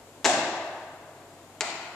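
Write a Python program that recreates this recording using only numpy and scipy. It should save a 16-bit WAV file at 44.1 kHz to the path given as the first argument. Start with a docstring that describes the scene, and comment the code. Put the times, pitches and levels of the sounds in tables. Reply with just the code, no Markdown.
"""A large empty hall with a wooden floor: two foot stamps, a heavy one and then a lighter, crisper one.
Each is a quick run of sharp slaps of sole on boards: filtered clicks with noise grit, plus decaying board tones.
The hall swells behind it and rings on: noise fading band by band, slow resonances and echoes of the slaps.
A floor thud sits under each stamp; a low sine hum and soft coloured noise lie under everything."""
import sys
import numpy as np
from scipy import signal
from scipy.fft import rfft, irfft, next_fast_len
from scipy.io import wavfile

SR = 44100
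rng = np.random.default_rng(int(sys.argv[2]) if len(sys.argv) > 2 else 0)


def put_to_file(sound):
    """Save the sound as 16-bit audio at rate SR, in the file named by the first command-line argument."""
    columns = np.atleast_2d(sound).T  # one column per channel
    safe = np.clip(columns, -1, 1)
    whole_steps = np.round(safe * 32767)
    wavfile.write(sys.argv[1], SR, whole_steps.astype(np.int16))


N = 85995
TIME = np.arange(N) / SR

# stereo tilt of the hall and of the slap echoes: pitch_hz [Hz], left_minus_right_db [dB]
HALL_PAN = [(60, 1), (290, 2.2), (640, 0.49), (1400, 2.8), (3100, 4.8), (6800, 5.1), (14000, 7.1)]


def from_db(db):
    """Decibels to gain."""
    return 10 ** (np.asarray(db) / 20)


def at_hz(points, hz, axis=1):
    """Reads one column of a table on a log-frequency axis."""
    rows = np.array(points)
    return np.interp(np.log(np.maximum(hz, 1)), np.log(rows[:, 0]), rows[:, axis])


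def colour(x, points, share=1):
    """Causal minimum-phase filter that follows a share of a table of (Hz, dB)."""
    size = next_fast_len(2 * N) // 2 * 2
    gain = from_db(share * at_hz(points, np.arange(size // 2 + 1) * SR / size))
    # folding the cepstrum forward in time makes the filter causal
    cepstrum = irfft(np.log(gain))
    cepstrum[1:size // 2] *= 2
    cepstrum[size // 2 + 1:] = 0
    return irfft(rfft(x, size) * np.exp(rfft(cepstrum)), size)[..., :N]


def cut(x, hz, kind, order=2):
    """Butterworth low- or high-pass."""
    sos = signal.butter(order, min(hz, SR / 2 - 1000), kind, fs=SR, output="sos")
    return signal.sosfilt(sos, x + 1e-18)


def panned(pair, points):
    """Tilts left against right by frequency, splitting the dB difference between the two sides."""
    return np.array([colour(pair[0], points, 0.66), colour(pair[1], points, -0.34)])


def diffuse_noise():
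    """White stereo noise, alike in the bass and unrelated in the treble."""
    # sound arriving from all around: pitch_hz [Hz], left_right_likeness [0 to 1]
    likeness = [(60, .92), (240, 1), (500, 0.94), (950, 0.99), (1900, 0.26), (3500, 0), (14000, 0.01)]
    mid, side = rfft(rng.standard_normal((2, N)))
    alike = np.clip(at_hz(likeness, np.arange(len(mid)) * SR / N), -1, 1)
    mid = mid * np.sqrt((1 + alike) / 2)
    side = side * np.sqrt((1 - alike) / 2)
    return irfft([mid + side, mid - side], N)


def ring(clicks, hz, t60):
    """A unit click sets a sine of height 1 ringing in a two-pole resonator; it falls 60 dB in t60 seconds."""
    r = from_db(-60 / (t60 * SR))
    w = 2 * np.pi * hz / SR
    return signal.lfilter([0, np.sin(w)], [1, -2 * r * np.cos(w), r * r], clicks + 1e-18)


def smeared(x):
    """An all-pass filter spreads a click into a short wiggle without changing its colour."""
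    # where a click is drawn out: pitch_hz [Hz], width_hz [Hz]
    smear = [(7000, 1900)]
    for hz, width_hz in smear:
        r = np.exp(-np.pi * width_hz / SR)
        a = [1, -2 * r * np.cos(2 * np.pi * hz / SR), r * r]
        x = signal.lfilter(a[::-1], a, x + 1e-18)
    return x


def room_noise():
    """Steady coloured air noise and a low sine hum."""
    # spectrum of the air noise: pitch_hz [Hz], level_db [dB]
    air = [(25, -31), (50, -37), (75, -55), (140, -36.5), (190, -43.5), (280, -37), (480, -38), (670, -37),
           (900, -42), (1500, -49.5), (3200, -53), (5800, -57), (7200, -51.5), (9000, -58), (13500, -62)]
    # its stereo tilt: pitch_hz [Hz], left_minus_right_db [dB]
    air_pan = [(60, 6), (600, 0.5), (1600, 5), (5000, 4.5), (14000, 1.5)]
    hum_hz, hum_db = 96.8, -58.5
    noise = panned(colour(diffuse_noise(), air), air_pan)
    return noise + from_db(hum_db) * np.sin(2 * np.pi * hum_hz * TIME)


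def hall_response():
    """Grainy early echoes swell, surge off the far wall and merge into a smooth tail that dies band by band."""
    # the echo: pitch_hz [Hz], level_db [dB], t60_s [s], swell_s [s, time constant of the energy]
    hall = [(61, -24, 0.42, 0.0047), (140, -34.5, 2.3, .03), (236, -29.5, 0.93, 0.013),
            (335, -30, 1.42, 0.074), (496, -30.5, 1.72, 0.0094), (640, -29, 1.6, 0.0067),
            (990, -32.5, 1.91, 0.005), (1880, -34.5, 1.73, 0.005), (3680, -33.5, 1.14, 0.011),
            (6800, -37.5, 0.74, 0.016), (11900, -39, 0.49, 0.0038)]
    hold_s = 0.046   # the echo stays level for a while before it dies
    grain_start_db, grain_fade_s = 3.5, 0.04
    far_wall_s, far_wall_spread_s, far_wall_db = 0.084, 0.004, 3
    # the level jumps at random every 20 samples, ever less
    jumps = np.repeat(rng.standard_normal(N), 20)[:N]
    grain_db = grain_start_db * np.exp(-TIME / grain_fade_s) * jumps
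    surge_db = far_wall_db * np.exp(-.5 * ((TIME - far_wall_s) / far_wall_spread_s) ** 2)
    spectrum = rfft(diffuse_noise() * from_db(grain_db + surge_db))
    # overlapping triangular bands that add up to the whole spectrum
    centres = np.geomspace(40, 16000, 27)
    place = np.interp(np.arange(spectrum.shape[1]) * SR / N, centres, np.arange(len(centres)))
    out = 0
    for k, hz in enumerate(centres):
        db, t60, swell = at_hz(hall, hz), at_hz(hall, hz, axis=2), at_hz(hall, hz, axis=3)
        fall_db = -60 * np.maximum(TIME - hold_s, 0) / t60
        band = irfft(spectrum * np.maximum(1 - abs(place - k), 0), N)
        out = out + band * from_db(db + fall_db) * np.sqrt(1 - np.exp(-TIME / swell))
    return panned(out, HALL_PAN)


def hall_modes():
    """A few resonances of the hall: sines that swell slowly and die, each at its own rate."""
    # resonances: pitch_hz [Hz], level_db [dB], t60_s [s]
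    modes = [(338.2, -42.5, 1.41), (356, -46, 0.9), (628.4, -41, 1.78), (670, -44.5, 2.1),
             (686, -52.5, 3.26), (740, -55, 2.5), (760, -70, 1.7), (844, -42.5, 0.87), (936, -42.5, 1.6),
             (1169, -44.5, 1.4)]
    swell_s = 0.09
    tones = 0
    for hz, db, t60 in modes:
        tone = np.sin(2 * np.pi * (hz * TIME + rng.random()))
        tones = tones + tone * from_db(db - 60 * TIME / t60)
    return tones * (1 - np.exp(-TIME / swell_s))


def slap_echoes(direct):
    """Hard walls throw back the whole run of slaps, convolved with fading noise; the tail sounds ribbed."""
    level_db, t60_s, swell_s = -31, 1.234, 0.056
    envelope = from_db(level_db - 60 * TIME / t60_s) * (1 - np.exp(-TIME / swell_s))
    walls = panned(cut(diffuse_noise(), 1540, "high") * envelope, HALL_PAN)
    return signal.fftconvolve(direct[None], cut(walls, 3760, "low"), axes=1)[:, :N]


def floor_thud():
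    """The whole sprung floor gives under the weight: one low, quickly dying sine."""
    thud_hz, thud_db, t60_s = 74.4, -49.5, 0.31
    return np.sin(2 * np.pi * thud_hz * TIME) * from_db(thud_db - 60 * TIME / t60_s)


def sole_and_boards(slaps, spectrum):
    """A run of slaps, each a click with grit and a brief clatter that also knocks the boards."""
    # short knock of the boards: pitch_hz [Hz], level_db [dB], t60_s [s]
    boards = [(180, -49, .03), (298, -56, 0.034), (410, -24, 0.035), (630, -28, 0.091), (860, -24.5, 0.02),
              (1080, -44, 0.0027)]
    # crunch of the sole just after each slap, then a longer, fainter clatter
    grit_db, grit_s = -17, 0.00084
    clatter_db, clatter_s = -30, .005
    crunch = from_db(grit_db) * np.exp(-np.minimum(TIME / grit_s, 20))
    crunch = crunch + from_db(clatter_db) * np.exp(-np.minimum(TIME / clatter_s, 20))
    sole, blows = np.zeros(N), np.zeros(N)
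    for start_s, db, edge_hz, knock_db in slaps:
        i = int(start_s * SR)
        click = cut(crunch * rng.standard_normal(N), 880, "high")
        click[0] -= 1
        sole[i:] += from_db(db) * cut(click, edge_hz, "low")[:N - i]
        blows[i] += from_db(knock_db)
    sole = cut(smeared(colour(sole, spectrum)), 900, "high")
    blows = cut(blows, 260, "high")
    knocks = sum(from_db(db) * ring(blows, hz, t60) for hz, db, t60 in boards)
    return from_db(1) * sole + knocks   # the sole is lifted by 1 dB


def stamp(start, spectrum):
    """One stamp: its slaps heard directly, then the floor and the hall, which answer to their summed energy."""
    # slaps of the sole: start_s [s], level_db [dB], top_edge_hz [Hz], board_knock_db [dB]
    all_slaps = [(0.2451, -5, 8000, -3), (0.2496, -2.5, 8340, -19), (0.2522, 9, 3140, -23),
                 (0.2559, 3.5, 3800, 1.5), (.2583, -0.5, 9000, 5), (.2629, 0.5, 9600, -1),
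                 (0.2689, -7, 10500, 4), (1.6082, 1, 11100, -12), (1.6105, 0.5, 4900, -10),
                 (1.6130, -2, 5800, -24), (1.6173, -7, 9050, -8), (1.6195, -6, 5000, -30),
                 (1.622, -9, 7000, -15)]
    # stereo tilt of the direct sound: pitch_hz [Hz], left_minus_right_db [dB]
    direct_pan = [(200, 3), (600, -1), (1500, 5.4), (5000, 8.2), (14000, 14)]
    stamp_s = .1         # the slaps of one stamp fall within this time
    hall_lag_s = .009    # from the first slap to the first echo
    hall_gain_db = 2     # applies to the hall and the floor thud
    slaps = np.array([row for row in all_slaps if start <= row[0] < start + stamp_s])
    direct = sole_and_boards(slaps, spectrum)
    out = panned([direct, direct], direct_pan) + slap_echoes(direct)
    slap_strength = np.linalg.norm(from_db(slaps[:, 1]))
    knock_strength = np.linalg.norm(from_db(slaps[:, 3]))
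    echo = slap_strength * colour(hall_response(), spectrum)
    echo = echo + knock_strength * (hall_modes() + floor_thud())
    i = int((slaps[0, 0] + hall_lag_s) * SR)
    out[:, i:] += from_db(hall_gain_db) * echo[:, :N - i]
    return out


def scene():
    """The heavy stamp and the lighter one over the room noise."""
    # colour of each stamp: pitch_hz [Hz], level_db [dB]
    heavy = [(40, -23), (100, -5.5), (190, -1.5), (270, 6), (345, 10.5), (450, 0.5), (630, 12), (850, 10),
             (1100, 4), (1250, 4), (1370, -0.5), (1550, 6.5), (2150, 2), (2350, -2.5), (2680, 4.5),
             (3050, -3), (3550, 2.5), (4450, 0.5), (5200, 1.5), (6300, 3), (7100, 6), (7900, 2.5),
             (8700, -6), (11500, -22), (15000, -33)]
    light = [(40, -28), (100, -15), (190, -11), (330, -3.5), (430, -5.5), (530, -9.5), (680, 3), (900, 3),
             (1200, -3), (1420, 4), (1620, -7.5), (1980, 3), (2550, -0.5), (3350, -7.5), (4400, -2),
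             (5800, -6.5), (7200, 0.5), (8000, -5), (8800, -13.5), (11500, -32), (15000, -28)]
    stamps = stamp(.24, heavy) + stamp(1.6, light)
    return stamps + room_noise()


def gain_control(x):
    """The recorder's gain control: loud peaks turn the gain down a little; it creeps back over about a second."""
    threshold_db, attack_s = -15.5, 0.026
    share = 0.23               # part of the overshoot that is taken off
    release_db_per_s = 11      # fall of the held overshoot, before the share is taken
    over_db = np.maximum(20 * np.log10(abs(x).max(axis=0) + 1e-9) - threshold_db, 0)
    release_db = release_db_per_s * TIME
    held_db = np.maximum.accumulate(over_db + release_db) - release_db
    r = np.exp(-1 / (attack_s * SR))
    return x * from_db(-share * signal.lfilter([1 - r], [1, -r], held_db))


def record(dry):
    """The microphone loses deep bass and its port rings in the treble; peaks round, gain ducks, the top is cut."""
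    ring_hz, ring_q, ring_db = 7090, 60, -13.5
    low_cut_hz, top_cut_hz = 83, 14250
    port = signal.lfilter(*signal.iirpeak(ring_hz, ring_q, fs=SR), dry)
    picked_up = cut(dry + from_db(ring_db) * port, low_cut_hz, "high")
    heard = gain_control(np.tanh(picked_up))
    top_cut = signal.ellip(10, .05, 70, top_cut_hz, fs=SR, output="sos")
    return signal.sosfiltfilt(top_cut, heard)


dry = scene()
out = record(dry)
put_to_file(out)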